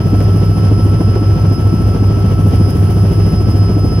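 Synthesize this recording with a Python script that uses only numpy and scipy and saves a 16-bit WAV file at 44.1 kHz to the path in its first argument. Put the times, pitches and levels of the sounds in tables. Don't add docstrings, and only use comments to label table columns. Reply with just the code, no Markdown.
import sys
import numpy as np
from scipy import signal
from scipy.fft import rfft, irfft
from scipy.io import wavfile
from scipy.ndimage import uniform_filter1d, minimum_filter1d

SR = 44100
rng = np.random.default_rng(int(sys.argv[2]) if len(sys.argv) > 2 else 0)


def put_to_file(sound):
    columns = np.atleast_2d(sound).T
    safe = np.clip(columns, -1, 1)
    whole_steps = np.round(safe * 32767)
    wavfile.write(sys.argv[1], SR, whole_steps.astype(np.int16))


N = 176400

BLADE_HZ, FIRST_BLADE_S = 13.745, 0.063
WASH_S, WASH_LAG_S = .013, .0071
SHAFT_HZ = 101.33
WIDE_HZ = 720


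# multiple of the turn rate, level/dB
ROTOR_PARTIALS = [(6, -36), (8, -23), (10, -26), (12, -26), (13, -29.5), (15, -28.5), (16, -26),
                  (17, -28.5), (20, -33)]

def rotor(speed):
    turn_hz = BLADE_HZ / 2 * speed
    return sum(amp(db + .4 * walk(2.9)) * tone(k * turn_hz) for k, db in ROTOR_PARTIALS)


def drive_shaft(speed, beat_hz=5.13, first_beat_s=.108):
    shaft_cycles = np.cumsum(SHAFT_HZ * speed) / SR + rng.random()
    harmonic_cycles = shaft_cycles - beat_hz * (clock() - first_beat_s)
    drone = amp(-12.2) * np.sin(2 * np.pi * shaft_cycles)
    harmonic = amp(-21.5) * np.sin(2 * np.pi * harmonic_cycles)
    return np.sqrt(2) * (drone + harmonic)


# f/Hz, left/dB, right/dB
AIR_SPECTRUM = [(20, -57, -56), (32, -59, -59), (45.3, -48, -43), (79, -37, -34), (131, -40, -38),
                (175, -36.2, -36.7), (221, -44.3, -45.3), (271, -43.5, -45.5), (430, -50, -52.3),
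                (547, -53.5, -58), (680, -61, -54), (858, -59.5, -64.5), (1216, -65.5, -67.5),
                (1840, -73, -73.5), (2360, -75.5, -75), (3084, -73, -71), (3680, -80, -86.7),
                (4300, -83.5, -84.5), (5110, -75.5, -75), (6070, -88.5, -77.5), (7020, -95.5, -93),
                (8380, -87.0, -95.5), (10720, -79.5, -77), (11800, -85.5, -83.5), (13300, -90.8, -89),
                (15400, -96.6, -88.5)]

def air(lo_hz, hi_hz):
    f = np.maximum(np.arange(N // 2 + 1) * SR / N, 1)
    alike = 1 / (1 + (f / WIDE_HZ) ** 2)
    mid, side = rfft(rng.standard_normal((2, N)))
    pair = mid * np.sqrt(1 + alike) + np.array([[1], [-1]]) * side * np.sqrt(1 - alike)
    hz, *ears_db = np.array(AIR_SPECTRUM, float).T
    colour = amp([np.interp(np.log(f), np.log(hz), db) for db in ears_db])
    low_pass = 1 / (1 + (f / hi_hz) ** 10)
    high_pass = 1 - 1 / (1 + (f / lo_hz) ** 10)
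    return irfft(pair * colour * np.sqrt(low_pass * high_pass), N) * np.sqrt(SR) / 2


def blade_swell(width_s, rise_db, lag_s):
    times = FIRST_BLADE_S + lag_s + np.arange(-1, 56) / BLADE_HZ
    sizes = (amp(rise_db) - 1) * amp(rng.standard_normal(len(times)))
    return unit(1 + bumps(times, sizes, width_s))


# t/s, level/dB
AIRFLOW = [(0, 0.5), (.75, .6), (1.05, -1.5), (1.8, 0), (2.2, -1.5), (2.55, 2.6), (2.85, 1.6), (3.2, 2),
           (3.7, -1), (4, 0)]

def slipstream():
    flow_db = curve(AIRFLOW)[0]
    rumble = amp(-.3 + .9 * flow_db) * air(10, 126.5)
    buffet = amp(.2) * air(124, 427) * blade_swell(width_s=.0092, rise_db=9.2, lag_s=0)
    eddies_db = walk(30)
    wash = amp(-1 + eddies_db) * air(406, 1290) * slap_wash()
    wash *= blade_swell(WASH_S, rise_db=5, lag_s=WASH_LAG_S)
    rush = amp(-.15 + .35 * flow_db + eddies_db) * air(1220, 6940)
    rush *= blade_swell(WASH_S, rise_db=2.5, lag_s=WASH_LAG_S)
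    return rumble + buffet + wash + rush


SLAP_S = .0062
# t/s, f/Hz, accent/dB
BLADE_SLAPS = [(0.059, 185, -1), (0.136, 300, -3), (.353, 175, 4), (.717, 290, 0), (1.011, 310, -0.5),
               (1.163, 385, 0.3), (1.22, 300, -1), (1.516, 269.7, 3), (1.955, 300, -1), (2.026, 260, -2.5),
               (2.462, 280, 0), (2.533, 260, -2.5), (2.605, 300, 1), (3.05, 170, 2), (3.12, 170, 2),
               (3.772, 290, 0), (3.846, 330, -1.5)]

def slaps(level_db=-14, roughness=.41):
    thumps = 0
    for at, hz, accent_db in BLADE_SLAPS:
        envelope = np.exp(-.5 * ((clock() - at) / SLAP_S) ** 2)
        thumps += amp(level_db + accent_db) * envelope * tone(np.full(N, float(hz)))
    return thumps * (1 + roughness * walk(500)) / np.sqrt(1 + roughness ** 2)


def slap_wash(bright_hz=320):
    times, hz, accent_db = np.array(BLADE_SLAPS).T
    sizes = amp(accent_db) * (hz / bright_hz) ** 2
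    return 1 + .6 * bumps(times + WASH_LAG_S, sizes, SLAP_S)


# t/s, level over the slipstream/dB
BLADE_CRACKS = [(.205, 7.5), (1.004, 5), (1.155, 7), (1.439, 7)]

def cracks(decay_s=.011):
    t = clock()
    envelope = sum(amp(db) * (t > at) * np.exp(-np.abs(t - at) / decay_s) for at, db in BLADE_CRACKS)
    return air(480, 2200) * envelope


# f/Hz, left/dB, right/dB
GEAR_TONES = [(163, -25, -26.5), (202.5, -29, -29), (327.3, -31, -35), (393.2, -31.5, -35.5),
              (717.3, -43.5, -42), (779, -47.5, -50), (1104, -55, -49), (1245, -49, -54),
              (2636, -55, -55.5), (4400, -58, -63), (4735, -61, -63), (5154, -60, -60)]
# t/s, level/dB
MESH_LEVEL = [(0, -35.2), (2.3, -35.4), (3.0, -38.5), (4, -35.5)]

def gears(speed, mesh_hz=1316.7):
    hum = sum(machine_tone(hz * speed, ears_db) for hz, *ears_db in GEAR_TONES)
    mesh_db = curve(MESH_LEVEL)[0]
    return hum + machine_tone(mesh_hz * speed, (mesh_db, mesh_db), flutter_db=1.6)


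# t/s, f/Hz
WHINE_PITCH = [(0, 5059), (.8, 5076), (1.5, 5079), (2.7, 5054), (4, 5054)]
# t/s, left/dB, right/dB
WHINE_RIDE = [(0, -45, -42), (.7, -46, -40), (1.45, -46, -40.5), (1.57, -41.5, -37.5), (1.615, -48, -43.5),
              (2.18, -46, -40), (2.41, -53, -49), (2.555, -51, -43), (2.6, -47, -35.5), (2.74, -50, -39),
              (2.84, -54, -47), (2.95, -48, -42), (3.15, -52, -40), (3.31, -40, -36), (3.42, -46, -35.5),
              (3.85, -39, -36)]
# t/s, level/dB
OCTAVE_RIDE = [(0, -70), (1.1, -57), (1.4, -68), (2.85, -63), (3.0, -52), (3.25, -51), (3.45, -61)]

def gear_whine():
    hz = curve(WHINE_PITCH)[0]
    octave_db = curve(OCTAVE_RIDE)[0]
    whine = machine_tone(hz, curve(WHINE_RIDE), flutter_db=2.1)
    return whine + machine_tone(2 * hz, (octave_db, octave_db))


# t/s, f/Hz, left/dB, right/dB
TURBINE_WHISTLE = [(0, 10840, -58, -54), (.3, 10815, -55, -48), (.75, 10790, -52, -45),
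                   (1.3, 10740, -56, -54), (2.2, 10705, -60, -59), (2.55, 10700, -52, -46.5),
                   (3.1, 10705, -56, -54), (3.7, 10745, -51, -51)]
# t/s, level/dB
COMPRESSOR_RIDE = [(.4, -59), (.8, -66), (2.6, -66), (3.1, -57), (3.5, -66)]

def engine(compressor_hz=14000):
    waver = 1 + .0006 * walk(25)
    hz, *ears_db = curve(TURBINE_WHISTLE)
    turbine = machine_tone(hz * waver, ears_db)
    right_db = curve(COMPRESSOR_RIDE)[0]
    compressor = machine_tone(compressor_hz * waver, (right_db - 6, right_db))
    return turbine + compressor


# t/s, rise/dB
SEAL_PUFFS = [(1.537, 4), (2.487, 4), (2.705, 7), (3.512, 4.5)]

def door_seals(speed):
    times, rise_db = np.array(SEAL_PUFFS).T
    puffs = 1 + bumps(times, amp(rise_db) - 1, width_s=.006)
    level = amp(-.6 + curve(AIRFLOW)[0] + 1.1 * walk(30.1))
    rasp = amp(1.5 * walk(260))
    buzz = 1 + .08 * tone(SHAFT_HZ * speed)
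    hiss = air(6750, 20000) * level * puffs * unit(rasp * buzz)
    return hiss * blade_swell(WASH_S, rise_db=3, lag_s=.018)


def machine_tone(hz, ears_db, flutter_db=2.0):
    skew_rad = 1.43 * hz.mean() ** 2 / (hz.mean() ** 2 + WIDE_HZ ** 2)
    pair = tone(hz, np.array([[0], [skew_rad]]))
    return pair * amp([db + flutter_db * walk(45) for db in ears_db])


def tone(hz, phase_rad=0):
    return np.sqrt(2) * np.sin(2 * np.pi * (np.cumsum(hz) / SR + rng.random()) + phase_rad)


def bumps(times, sizes, width_s):
    t = clock()[::16]
    swells = sum(size * np.exp(-.5 * ((t - at) / width_s) ** 2) for at, size in zip(times, sizes))
    return np.interp(clock(), t, swells)


def walk(rate_hz):
    hold = int(SR / rate_hz)
    steps = np.repeat(rng.standard_normal(N // hold + 2), hold)
    return unit(uniform_filter1d(uniform_filter1d(steps, hold), hold)[:N])


def curve(table):
    times, *columns = np.array(table, float).T
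    return np.array([np.interp(clock(), times, column) for column in columns])


def amp(db):
    return 10 ** (np.asarray(db) / 20)


def unit(x):
    return x / np.sqrt(np.mean(x ** 2))


def clock():
    return np.arange(N) / SR


def scene():
    whine_hz = curve(WHINE_PITCH)[0]
    speed = whine_hz / whine_hz.mean()
    machinery = rotor(speed) + drive_shaft(speed) + gears(speed) + gear_whine() + engine()
    return machinery + slipstream() + slaps() + cracks() + door_seals(speed)


def record(dry):
    ceiling, window_s, fade_s, top_hz = .97, .012, .003, 15700
    window = int(window_s * SR)
    safe_gain = np.minimum(1, ceiling / (np.abs(dry).max(axis=0) + 1e-9))
    gain = uniform_filter1d(minimum_filter1d(safe_gain, window), window)
    fade = np.minimum(1, np.minimum(clock(), clock()[::-1]) / fade_s)
    high_cut = signal.ellip(10, .1, 80, top_hz, fs=SR, output="sos")
    return signal.sosfilt(high_cut, dry * gain * fade)


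dry = scene()
out = record(dry)
put_to_file(out)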